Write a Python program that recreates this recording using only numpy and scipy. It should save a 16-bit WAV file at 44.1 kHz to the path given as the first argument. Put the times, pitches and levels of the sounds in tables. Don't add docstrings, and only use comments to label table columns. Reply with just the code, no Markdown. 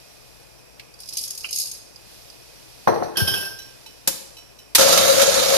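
import sys
import numpy as np
from scipy import signal
from scipy.fft import rfft, irfft, next_fast_len
from scipy.io import wavfile
from scipy.ndimage import uniform_filter1d

SR = 44100
rng = np.random.default_rng(int(sys.argv[2]) if len(sys.argv) > 2 else 0)


def digitize_waveform(pressure):
    field = np.atleast_2d(pressure).T
    bounded = np.clip(field, -1, 1)
    quanta = np.round(bounded * 32767).astype(np.int16)
    wavfile.write(sys.argv[1], SR, quanta)


def linear_from_db(decibels):
    return 10 ** (np.asarray(decibels, float) / 20)


N = 245637
TIME = np.arange(N) / SR
SIZE = next_fast_len(N + SR)
HZ = np.maximum(np.arange(SIZE // 2 + 1) * SR / SIZE, 1)

# t/s, level/dB
MOVEMENT = [(0, -44), (.45, -47), (.74, -55), (1.93, -49), (2.12, -39), (2.4, -42.5), (2.9, -40.5),
            (3.3, -50), (3.66, -41.5), (4.0, -45), (4.74, -55.5)]
# f/Hz, level/dB per Hz
RUMBLE_SPECTRUM = [(15, -27), (25, 3), (63, 0), (89, -10), (102, 0.5), (123, 3.5), (169, -3), (407, -2),
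                   (441, 0.5), (606, 0.5), (1270, -8), (5070, -14.5), (6110, -15.5), (11600, -14.5),
                   (14300, -19.5)]
# f/Hz, width/Hz, level/dB
RUMBLE_PEAKS = [(594, 120, -16), (2505, 79, 1), (5030, 380, -4.5), (5680, 33, 2.5), (11200, 170, -10)]
# f/Hz, level/dB per Hz
CLOTH_SPECTRUM = [(800, -18), (2000, -8.5), (3500, -4.5), (5000, -1), (6500, -7), (8000, -11.5),
                  (11000, -5), (14300, -15.5)]
# f/Hz, rms level/dB
MAINS_HUM = [(59.5, -66), (119.5, -69)]

# t/s, peak level/dB
STRAY_HITS = [
    (0.7952, -28.5),
]
# f/Hz, level/dB per Hz
STRAY_SPECTRUM = [(500, -13), (1200, -17), (2500, 8.5), (3200, 0), (4700, 0), (6200, -9), (7500, -15),
                  (14000, -17)]
# t/s, peak level/dB
EDGE_GRAZES = [
    (.9386, -35),
    (.989, -34),
    (1.959, -32.5),
    (2.2995, -32.5),
    (2.312, -53),
]
# f/Hz, level/dB per Hz
EDGE_SPECTRUM = [(2000, -36), (4000, -19), (4800, 15), (5800, -5), (9000, -6), (14500, -20)]
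# t/s, peak level/dB
SCOOP_TAPS = [
    (1.4435, -24.5),
    (1.4495, -48),
    (1.4894, -44.5),
]
# f/Hz, level/dB per Hz
SCOOP_SPECTRUM = [(240, -55), (400, -45), (1330, -21.5), (1870, -34), (2430, -5.5), (3050, -7.5),
                  (3450, -48), (4790, -29), (7060, -52), (8000, -36), (10400, -57), (17600, -120)]
# f/Hz, level/dB, t60/s
SCOOP_MODES = [(2425, 6.5, 0.044), (2660, -22, 0.055), (3060, -14, 0.23)]

# t/s, level/dB
POUR_LEVEL = [(0.92, -64), (1.04, -37.5), (1.178, -34), (1.278, -41), (1.508, -30), (1.608, -16),
              (1.788, -60), (1.95, -97)]
# t/s, wall level/dB, ringing lip level/dB, bright skid level/dB
BEAN_HITS = [(1.0014, -38.5, -51, -40.5), (1.019, -44, -53, -47), (1.032, -37, -56, -55),
             (1.0562, -42, -56, -49), (1.0744, -43, -53, -46), (1.087, -32, -35, -37),
             (1.1046, -41, -56, -53), (1.124, -33, -53, -47), (1.133, -33, -47, -34),
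             (1.153, -34, -46, -47), (1.169, -25, -21.5, -25.5), (1.18, -26.5, -40, -32),
             (1.1875, -28, -41, -33), (1.2105, -35, -37, -33), (1.2268, -41, -47, -32),
             (1.2364, -26.5, -38, -32.5), (1.247, -37, -41, -34), (1.2572, -41, -48, -39),
             (1.2761, -35, -30, -35), (1.305, -31.5, -29, -30), (1.3297, -45, -54, -49),
             (1.3486, -39, -47, -40), (1.3748, -34, -32.5, -33.5), (1.4057, -35.5, -48, -42),
             (1.4421, -46, -55, -49), (1.4493, -37, -50, -43), (1.4578, -42, -55, -48),
             (1.4887, -44, -35, -51), (1.5074, -34, -36, -31), (1.527, -24.5, -26, -30.5),
             (1.5412, -36, -42, -34), (1.552, -36, -31, -33), (1.558, -31, -25, -26.5),
             (1.5724, -29, -37, -31), (1.584, -35, -20.5, -25.5), (1.5974, -28, -34, -24),
             (1.6152, -42, -30, -36), (1.6225, -39, -32, -35), (1.656, -35, -53, -34),
             (1.669, -35, -41, -36), (1.6803, -39, -46, -40), (1.6882, -45, -43, -43),
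             (1.713, -34, -28.5, -35), (1.7354, -52, -56, -43), (1.7485, -40, -52, -46),
             (1.7723, -56, -56, -47)]
# f/Hz, level/dB per Hz
BEAN_SPECTRUM = [(1470, -37), (2500, -31), (3020, -15), (3320, -31), (4100, -3), (5040, 5), (6600, -17),
                 (7420, -13), (10900, -3), (14300, -13)]
# f/Hz, width/Hz, level/dB
CHUTE_PEAKS = [(5150, 37, -8), (5540, 200, -8), (6570, 93, 6), (6640, 140, -15), (8500, 230, -2),
               (10000, 170, -6), (10100, 180, -5), (11170, 150, 2.5)]
# f/Hz, level/dB per Hz
WALL_SPECTRUM = [(1500, -48), (2500, -17), (3300, -14), (4200, -9.5), (5000, 2), (5700, -4.5), (7000, -16),
                 (14300, -27)]
# f/Hz, width/Hz, level/dB
LIP_PEAKS = [(6420, 86, 2.5), (6670, 99, 2)]
# f/Hz, level/dB per Hz
SKID_SPECTRUM = [(3000, -45), (7400, -14), (8500, -6), (9300, -5), (11100, 2), (12500, -9.5), (14300, -8.5)]

# t/s, peak level/dB
KNOCK_HITS = [(2.873, -3), (2.884, -8.5), (2.92, -21), (2.96, -19), (2.998, -28), (3.022, -18.5),
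              (3.045, -28), (3.058, -31), (3.082, -34), (3.118, -39), (3.14, -34)]
# f/Hz, level/dB per Hz
BOARD_SPECTRUM = [(35, -40), (60, -23), (250, -9.5), (330, -24), (500, -3.5), (720, -1.5), (1100, -9.5),
                  (1900, -20.5), (2500, -33), (5750, -54), (7500, -52), (14000, -44)]
# f/Hz, level/dB, t60/s
WOOD_MODES = [(98.6, -19, 0.42), (149.4, -17.5, .3), (244, -22, .15), (345, -15, 0.9), (444, -13, 0.75),
              (553, -23, 0.55), (627, -22, 0.34), (730, -18, 0.33), (800, -19, .2), (856, -13, 0.33),
              (1007, -28, .5), (1098, -26, .4), (1561, -36, .5)]
# t/s, peak level/dB
CUTLERY_SHAKES = [
    (2.876, -32.5),
    (2.94, -40),
    (3.03, -38.5),
]
# f/Hz, width/Hz, level/dB
CUTLERY_PEAKS = [(4270, 190, 3), (5820, 200, 3), (2500, 130, -7), (11300, 380, -6.5)]

# t/s, crack level/dB, high, middle and low mode levels/dB
LID_HITS = [(3.1592, -34.5, -45, -30, -28), (3.171, -10, -13, -8, -17), (3.203, -17.5, -31, -31, -16),
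            (3.2723, -20, -27, -15, -30), (3.2771, -14.5, -12.5, -10, -19), (3.308, -23, -35, -31, -25),
            (3.336, -25, -26, -30, -37), (3.3397, -18.5, -16.5, -14.5, -18.5), (3.376, -21, -35, -34, -38),
            (3.408, -24, -25, -35, -42), (3.428, -29.5, -41, -40, -20), (3.451, -26, -25, -38, -40)]
# f/Hz, level/dB per Hz
LID_SPECTRUM = [(150, -6.5), (600, -3), (1300, -11.5), (2200, -18.5), (3300, -5.5), (4000, -12.5),
                (5400, -0.5), (7200, -29), (9000, -16), (11500, -24), (14500, -10.5)]
# f/Hz, width/Hz, level/dB
RIM_PEAKS = [(10200, 270, -13), (10700, 130, -4), (11600, 1070, -7.5), (6460, 110, -21)]
# f/Hz, level/dB, t60/s
LID_HIGH = [(5109, -4.5, .45), (5085, -17, .3), (5195, -20, .3), (5530, -13, .3), (5468, -15, .45),
            (5555, -17, .6), (4253, -21, .2), (4522, -19, .3), (6013, -23, .13), (6455, -24, .15),
            (9808, -20, .2), (10750, -13, .25), (11190, -16, .3), (11780, -20, .3)]
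# f/Hz, level/dB, t60/s
LID_MIDDLE = [(3128, -12, .09), (3172, -7, .25), (3205, -17, .15), (3010, -16, .45), (3332, -24, .15),
              (3600, -22, .15), (3871, -24, .2), (2570, -19, .15)]
# f/Hz, level/dB, t60/s
LID_LOW = [(390, -15, .2), (1578, -4, .45), (1562, -8, .5), (1600, -13, .2), (1490, -20, .25),
           (1760, -22, .3)]
# t/s, peak level/dB, f/Hz, t60/s
LONE_PARTIALS = [(3.155, -36, 1700, .06), (3.1598, -31, 3170, .08), (3.1686, -35, 2649, 0.32),
                 (3.1698, -21, 4510, .05), (3.2, -40, 4450, .2), (3.339, -21, 3350, 0.058),
                 (3.362, -30, 2655, 0.15), (3.433, -34.5, 2643, .2), (3.49, -42, 6020, .1),
                 (3.591, -35, 5950, 0.036), (3.6, -47, 2990, .4)]
# t/s, peak level/dB
COUNTER_HITS = [
    (3.216, -16.5),
    (3.277, -42),
]
# f/Hz, level/dB, t60/s
COUNTER_MODES = [(103, -9, 0.13), (121.4, -5.5, 0.18)]
# t/s, peak level/dB, tilt/dB per octave
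PART_TOUCHES = [
    (3.5887, -32.5, 5.5),
    (3.6194, -35.5, 3),
    (3.862, -32.5, -3.5),
    (4.368, -35.5, -3.5),
    (4.3836, -37, 0),
    (4.589, -37, -1),
]
# f/Hz, level/dB, t60/s
PART_MODES = [(2600, -11, .12), (2985, -8, .25), (3975, -4, .13), (4050, -12, .08), (5520, -10, .3),
              (5585, -8, .4), (5657, -12, .15), (6000, -9, .05), (11500, -10, .06), (900, -16, .06)]
# t/s, peak level/dB
SWITCH_SNAPS = [
    (4.074, -5.5),
]
# f/Hz, level/dB per Hz
SWITCH_SPECTRUM = [(35, -48), (60, -10), (400, -9), (550, -16), (750, -15), (1800, -14.5), (5400, -6.5),
                   (12000, -9), (15000, -6.5)]
# f/Hz, width/Hz, level/dB
SWITCH_PEAKS = [(553, 27, -5.5), (984, 68, -9.5), (4210, 100, -8), (5400, 100, -4), (6960, 170, -10),
                (11100, 660, -6)]

# t/s, peak level/dB
MOTOR_KICKS = [
    (4.7485, -2.5),
    (4.752, 1.5),
]
# f/Hz, level/dB per Hz
CONTACTOR_SPECTRUM = [(35, -63), (60, -26), (551, -19), (960, -6), (1130, -14), (2590, -5.5), (2840, -10),
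                      (3500, -1.5), (7500, -7), (11900, -3), (15000, -18)]
# t/s, level/dB
HARD_BEANS = [(4.8072, -9), (4.8619, -28), (4.8844, -12), (4.9019, -24), (4.9236, -9.5), (4.9739, -8),
              (5.0093, -21), (5.0442, -19), (5.076, -13.5), (5.098, -14), (5.1292, -32), (5.1449, -29),
              (5.1634, -22), (5.1782, -16), (5.1943, -12.5), (5.2139, -9), (5.2839, -34), (5.3229, -34),
              (5.3394, -16), (5.3539, -22), (5.3946, -16), (5.4377, -22), (5.4882, -29), (5.5082, -35),
              (5.5202, -28), (5.5354, -19), (5.564, -14)]
# f/Hz, level/dB per Hz
BURR_SPECTRUM = [(24, -57), (45, -20), (266, -11), (385, -29), (543, 1), (766, -8.5), (1130, -8),
                 (1280, -7), (1950, -11.5), (3790, -10.5), (5220, -8.5), (6670, -9), (7730, -15),
                 (11700, -11.5), (14300, -23)]
# f/Hz, width/Hz, level/dB
FRAME_PEAKS = [(1265, 37, -1), (1343, 40, -1), (2240, 52, -4), (3660, 45, -2.5), (3790, 120, -1.5),
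               (4330, 720, -4.5), (4800, 60, -4), (5450, 19, -9), (5690, 40, -2), (5970, 37, -3),
               (6660, 150, 0.5), (9460, 36, -6), (10600, 50, -4), (11800, 200, -8)]
# f/Hz, width/Hz, level/dB
HOUSING_PEAKS = [(529, 47, -2), (470, 21, -11.5), (596, 20, -9), (671, 30, -5.5)]
# t/s, f/Hz
BOOM_PITCH = [(4.78, 538), (4.83, 534), (4.87, 543), (4.97, 548), (5.1, 541), (5.15, 544), (5.18, 537),
              (5.21, 547), (5.25, 537), (5.32, 543), (5.42, 541), (5.48, 539), (5.57, 550)]
# t/s, level/dB
LOAD_JOLTS = [(4.7846, -23), (4.7991, -22), (4.8292, -16.5), (4.8577, -14.5), (4.9048, -26), (4.9293, -36),
              (4.9521, -25), (4.9709, -20), (5.0057, -24), (5.0258, -24), (5.0746, -17), (5.0908, -9),
              (5.1317, -24), (5.1629, -19), (5.1776, -13.5), (5.2084, -13.5), (5.226, -32), (5.2426, -27),
              (5.2746, -14.5), (5.292, -26), (5.3376, -27), (5.3559, -21), (5.3736, -16), (5.4075, -19),
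              (5.4437, -37), (5.4599, -18), (5.4793, -32), (5.5034, -29), (5.5221, -15.5), (5.5376, -36),
              (5.554, -17)]

# f/Hz, t60/s
KITCHEN_T60 = [(100, 0.64), (1000, 0.72), (5000, 0.71), (14000, 0.41)]
# f/Hz, level/dB
PORT_LEVEL = [(60, 9), (110, 6), (200, 8), (380, 5.5), (700, 5), (1280, -2.5), (2370, -1.5), (4370, -13),
              (8060, 2), (14900, 19.5)]
# f/Hz, likeness/0-1
PORT_COHERENCE = [(30, 0.3), (60, 0.98), (300, .97), (700, 0.88), (1100, 0.1), (2500, 0.02), (12000, 0.03)]
# f/Hz, phase/rad
PORT_PHASE = [(30, 2.4), (300, 2.44), (700, 1.7), (1100, 0.35), (2000, 0.13)]
# f/Hz, margin/dB
BAND_MARGIN = [(600, 60), (800, 28), (2000, 29), (2400, 48), (6600, 50), (6800, 31), (7400, 31), (7900, 60)]

PATHS = np.array([[0], [.25]])
RING_FLUTTER_DB = 2.3
BITE_S = 4.779


def in_time(rows):
    s, *columns = np.transpose(rows)
    return [np.interp(TIME, s, c, left=-120) for c in columns]


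def at_hz(points, hz=HZ):
    f, value = np.array(points).T[:2]
    return np.interp(np.log(hz), np.log(f), value)


def highpass(x, order, hz):
    return signal.sosfilt(signal.butter(order, hz, "high", fs=SR, output="sos"), x)


def drift(rate_hz):
    lowpass = signal.butter(2, rate_hz, fs=SR, output="sos")
    slow = signal.sosfilt(lowpass, rng.standard_normal(N + SR))[SR:]
    return slow / slow.std()


def colour(x, spectrum, peaks=(), peak_db=0., base=0.59):
    size = 16384
    grid = np.maximum(np.arange(size // 2 + 1) * SR / size, 1)
    gain = linear_from_db(at_hz(spectrum, grid)) * base
    for hz, width, level_db in peaks:
        resonance = linear_from_db(level_db + peak_db) / np.hypot(1, 2 * (grid - hz) / width)
        gain = np.hypot(gain, resonance)
    fold = irfft(np.log(gain / np.sqrt(np.mean(gain ** 2)) + 1e-9))
    fold[1:size // 2] *= 2
    fold[size // 2 + 1:] = 0
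    response = irfft(np.exp(rfft(fold)))
    sounding = np.flatnonzero(np.abs(x[0]) > 1e-5)
    start = sounding[0]
    part = signal.oaconvolve(x[:, start:sounding[-1] + 1], response[None], axes=1)[:, :N - start]
    out = np.zeros((2, N))
    out[:, start:start + part.shape[1]] = part
    return out


def envelope(events, rise_s, t60):
    power, age = np.zeros(N + SR), TIME[:SR // 4]
    shape = (linear_from_db(-60 * age / t60) * (1 - np.exp(-age / rise_s))) ** 2
    for s, level_db, *_ in events:
        power[round(s * SR):][:len(age)] += linear_from_db(level_db) ** 2 * shape
    return np.sqrt(power[:N])


def bursts(events, rise_s, t60):
    return envelope(events, rise_s, t60) * rng.standard_normal((2, N))


def ring(events, modes, level_db, flutter_db=6.0):
    out, rows = np.zeros((2, N)), np.array(events)
    rocking = linear_from_db(flutter_db * drift(52.0))
    at = np.round(rows[:, 0] * SR).astype(int)
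    tilt = rows[:, 2] if rows.shape[1] > 2 else 0
    span = slice(at.min(), min(N, at.max() + SR))
    for k, (hz, mode_db, t60) in enumerate(modes):
        hit_db = rows[:, 1] + mode_db + level_db + tilt * np.log2(hz / 4000)
        energy = np.full(N, 1e-18)
        energy[at] = linear_from_db(hit_db + rng.standard_normal(len(at))) ** 2
        decaying = signal.lfilter([1], [1, -linear_from_db(-120 / (t60 * SR))], energy[span])
        size = np.sqrt(decaying) * np.roll(rocking, k * 9001)[span]
        turns = hz * TIME[:len(size)] - PATHS
        out[:, span] += size * np.sin(2 * np.pi * turns)
    return out


def grains(per_s, spread_db, t60):
    struck = rng.random(N) < per_s / SR
    cracks = struck * linear_from_db(spread_db * np.minimum(rng.exponential(1, N), 4))
    shape = np.sqrt(signal.lfilter([1], [1, -linear_from_db(-120 / (t60 * SR))], cracks ** 2 + 1e-18))
    return shape / np.sqrt(np.mean(shape ** 2)) * rng.standard_normal((2, N))


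def room_tone():
    hiss_db, = in_time(MOVEMENT)
    rumble_db = -45.0 + 0.067 * (hiss_db + 44.5)
    rumble = linear_from_db(rumble_db + 0.13 * drift(0.17) - 6.5) * rng.standard_normal((2, N))
    hiss = linear_from_db(hiss_db - 10.0) * rng.standard_normal((2, N))
    hum = np.zeros(N)
    for hz, level_db in MAINS_HUM:
        wander_db = np.clip(2.0 * drift(8.2), -9, 4)
        hum += np.sqrt(2) * linear_from_db(level_db + wander_db) * np.sin(2 * np.pi * hz * TIME)
    far = colour(rumble, RUMBLE_SPECTRUM, RUMBLE_PEAKS, peak_db=-3.5 + 0.5, base=0.76)
    return far + colour(hiss, CLOTH_SPECTRUM) + hum


def plastic():
    stray = colour(bursts(STRAY_HITS, 0.00064, 0.054), STRAY_SPECTRUM) * linear_from_db(-4.0)
    graze = colour(bursts(EDGE_GRAZES, 0.0019, 0.026), EDGE_SPECTRUM)
    scoop = colour(bursts(SCOOP_TAPS, 0.00037, 0.058), SCOOP_SPECTRUM) * linear_from_db(5.0)
    return stray + graze + scoop + ring(SCOOP_TAPS, SCOOP_MODES, -6.0)


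def beans():
    rows = np.array(BEAN_HITS)
    ticks = linear_from_db(in_time(POUR_LEVEL)[0] - 12.5) * grains(500., 2.6, 0.029)
    stream = colour(ticks, BEAN_SPECTRUM, CHUTE_PEAKS, peak_db=-4.0, base=0.98)
    wall_hits = bursts(rows[:, [0, 1]], 0.0013, 0.052)
    wall = colour(wall_hits, WALL_SPECTRUM, CHUTE_PEAKS[:2], peak_db=-3.0) * linear_from_db(2.5)
    lip_hits = bursts(rows[:, [0, 2]], 0.0017, 0.033)
    lip = colour(lip_hits, [(3000, -46), (14000, -42)], LIP_PEAKS) * linear_from_db(3.5)
    skids = bursts(rows[:, [0, 3]], 0.0016, 0.058)
    skid = colour(skids, SKID_SPECTRUM, CHUTE_PEAKS[4:], peak_db=-3.5) * linear_from_db(5.5)
    return stream + wall + lip + skid


def cupboard_knock():
    contact = colour(bursts(KNOCK_HITS, 0.0009, 0.069), BOARD_SPECTRUM) * linear_from_db(-1.5)
    return contact + ring(KNOCK_HITS, WOOD_MODES, -17.0)


def cutlery():
    return colour(bursts(CUTLERY_SHAKES, 0.0013, 0.18), [(1000, -40), (15000, -40)], CUTLERY_PEAKS)


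def lone_partials():
    out, age = np.zeros((2, N)), TIME[:SR // 4]
    for s, level_db, hz, t60 in LONE_PARTIALS:
        partial = linear_from_db(level_db - 60 * age / t60) * np.sin(2 * np.pi * (hz * age - PATHS))
        out[:, round(s * SR):][:, :len(age)] += partial
    return out


def lid_crack():
    sharp = bursts(LID_HITS, 0.00039, 0.4) * linear_from_db(-2.0)
    soft = bursts(LID_HITS, 0.0012, 0.066) * linear_from_db(1.5)
    return colour(sharp + soft, LID_SPECTRUM, RIM_PEAKS) * linear_from_db(-8.5)


def lid_ring():
    hits = np.array(LID_HITS)
    high = ring(hits[:, [0, 2]], LID_HIGH, -8.0, RING_FLUTTER_DB)
    middle = ring(hits[:, [0, 3]], LID_MIDDLE, -7.0, RING_FLUTTER_DB)
    low = ring(hits[:, [0, 4]], LID_LOW, -6.5, RING_FLUTTER_DB)
    return high + middle + low + lone_partials()


def counter_thud():
    thud = ring(COUNTER_HITS, COUNTER_MODES, 0.1, flutter_db=6.5)
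    return highpass(uniform_filter1d(thud, size=150, axis=1), 4, 85)


def part_contact():
    return colour(bursts(PART_TOUCHES, 0.0026, 0.076), SWITCH_SPECTRUM) * linear_from_db(-6.5)


def part_ring():
    return ring(PART_TOUCHES, PART_MODES, -6.0, RING_FLUTTER_DB)


def switch():
    return colour(bursts(SWITCH_SNAPS, 0.0012, 0.07), SWITCH_SPECTRUM, SWITCH_PEAKS) * linear_from_db(-1.0)


def motor_kick():
    return colour(bursts(MOTOR_KICKS, 0.0028, 0.049), CONTACTOR_SPECTRUM)


def patchy(x):
    start = round(BITE_S * SR)
    _, _, frames = signal.stft(x[:, start:], SR, nperseg=512)
    field = uniform_filter1d(rng.standard_normal(frames.shape[1:]), size=9, axis=0)
    field = uniform_filter1d(field, size=5, axis=1)
    swell = linear_from_db(1.5 * field / field.std() - 1)
    out = np.zeros((2, N))
    out[:, start:] = signal.istft(frames * swell, SR, nperseg=512)[1][:, :N - start]
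    return out


def grinder():
    age, clumps = np.maximum(TIME - BITE_S, 0), drift(30.0)
    bite = 1 - np.exp(-(age / 0.0032) ** 2)
    load = bite * linear_from_db(-18.5 + 9.5 * np.exp(-age / 0.091))
    cracking = grains(1500., 3.1, 0.041) + 1.2 * rng.standard_normal((2, N))
    crush = load * linear_from_db(1.4 * clumps - 2.5) * cracking
    crush = crush + bursts(HARD_BEANS, 0.0031, 0.095) * linear_from_db(6.0)
    burrs = colour(patchy(crush), BURR_SPECTRUM, FRAME_PEAKS, peak_db=-7.0, base=0.67) * linear_from_db(-4.5)
    shake = load * linear_from_db(2.0 * clumps) * rng.standard_normal((2, N))
    hollow = colour(shake, [(300, -26.5), (520, -33), (900, -40), (2000, -68)], HOUSING_PEAKS)
    turns = np.cumsum(in_time(BOOM_PITCH)[0]) / SR + .075 * drift(20) + PATHS
    jolts = envelope(LOAD_JOLTS, 0.0081, 0.11) * linear_from_db(9.5)
    boom_size = np.hypot(bite * linear_from_db(-29), jolts) * linear_from_db(0.97 * drift(22.0))
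    return burrs + hollow * linear_from_db(-10.0), boom_size * np.sin(2 * np.pi * turns)


def kitchen(x):
    age, tail = np.arange(SR) / SR, np.zeros((2, SR))
    white = rng.standard_normal((2, 2, SR))
    for k, low in enumerate(40 * 2. ** np.arange(9)):
        octave = signal.butter(2, [low, min(2 * low, .45 * SR)], "band", fs=SR, output="sos")
        t60 = at_hz(KITCHEN_T60, 1.4 * low)
        tail += signal.sosfilt(octave, white[k % 2]) * linear_from_db(-60 * age / t60)
    tail *= np.clip(age / 0.011, 0, 1)
    tail /= np.sqrt(np.sum(tail ** 2, axis=1, keepdims=True))
    return irfft(rfft(x, SIZE) * rfft(tail, SIZE), SIZE)[:, :N]


def ports(paths):
    first, second = rfft(paths, SIZE)
    left, turn = linear_from_db(at_hz(PORT_LEVEL)), at_hz(PORT_PHASE)
    alike = np.clip(at_hz(PORT_COHERENCE), 0, 1)
    mean = .5 * np.sqrt(left ** 2 + 1 + 2 * left * alike * np.cos(turn))
    right = alike * np.exp(-1j * turn) * first + np.sqrt(1 - alike ** 2) * second
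    return irfft(np.array([left * first, right]) / mean, SIZE)[:, :N]


def scene():
    clicks, poured = plastic(), beans()
    handled = cupboard_knock() + cutlery() + lid_crack() + counter_thud()
    handled = highpass(handled + part_contact() + switch() + motor_kick(), 3, 75)
    rings = lid_ring() + part_ring()
    motor, boom = grinder()
    direct = clicks + poured + handled + rings + motor + boom
    wet = linear_from_db(-14.0) * clicks + linear_from_db(-7.5) * poured + linear_from_db(-9.0) * handled
    wet = wet + linear_from_db(-14) * rings + linear_from_db(-6.5) * motor + linear_from_db(-17.5) * boom
    return ports(direct + kitchen(wet) + room_tone())


def fade_weak_bands(x):
    hz, _, frames = signal.stft(x, SR, nperseg=2048)
    power = np.sum(np.abs(frames) ** 2, axis=0)
    level_db = 10 * np.log10(uniform_filter1d(power, size=9, axis=0) + 1e-18)
    margin_db = level_db - level_db.max(axis=0) + at_hz(BAND_MARGIN, np.maximum(hz, 1))[:, None]
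    gain = .55 + .45 * np.tanh(margin_db / 1.5)
    return signal.istft(frames * gain, SR, nperseg=2048)[1][:, :N]


def band_limit(x):
    return signal.sosfilt(signal.butter(12, 15470, fs=SR, output="sos"), x)


def record(dry):
    cut = highpass(dry, 2, 27)
    cut = 1.022 * np.tanh(cut / 1.147)
    cut = signal.sosfilt(signal.ellip(10, .5, 45, 14440, fs=SR, output="sos"), cut)
    mix = fade_weak_bands(cut)
    return band_limit(mix)


dry = scene()
out = record(dry)
digitize_waveform(out)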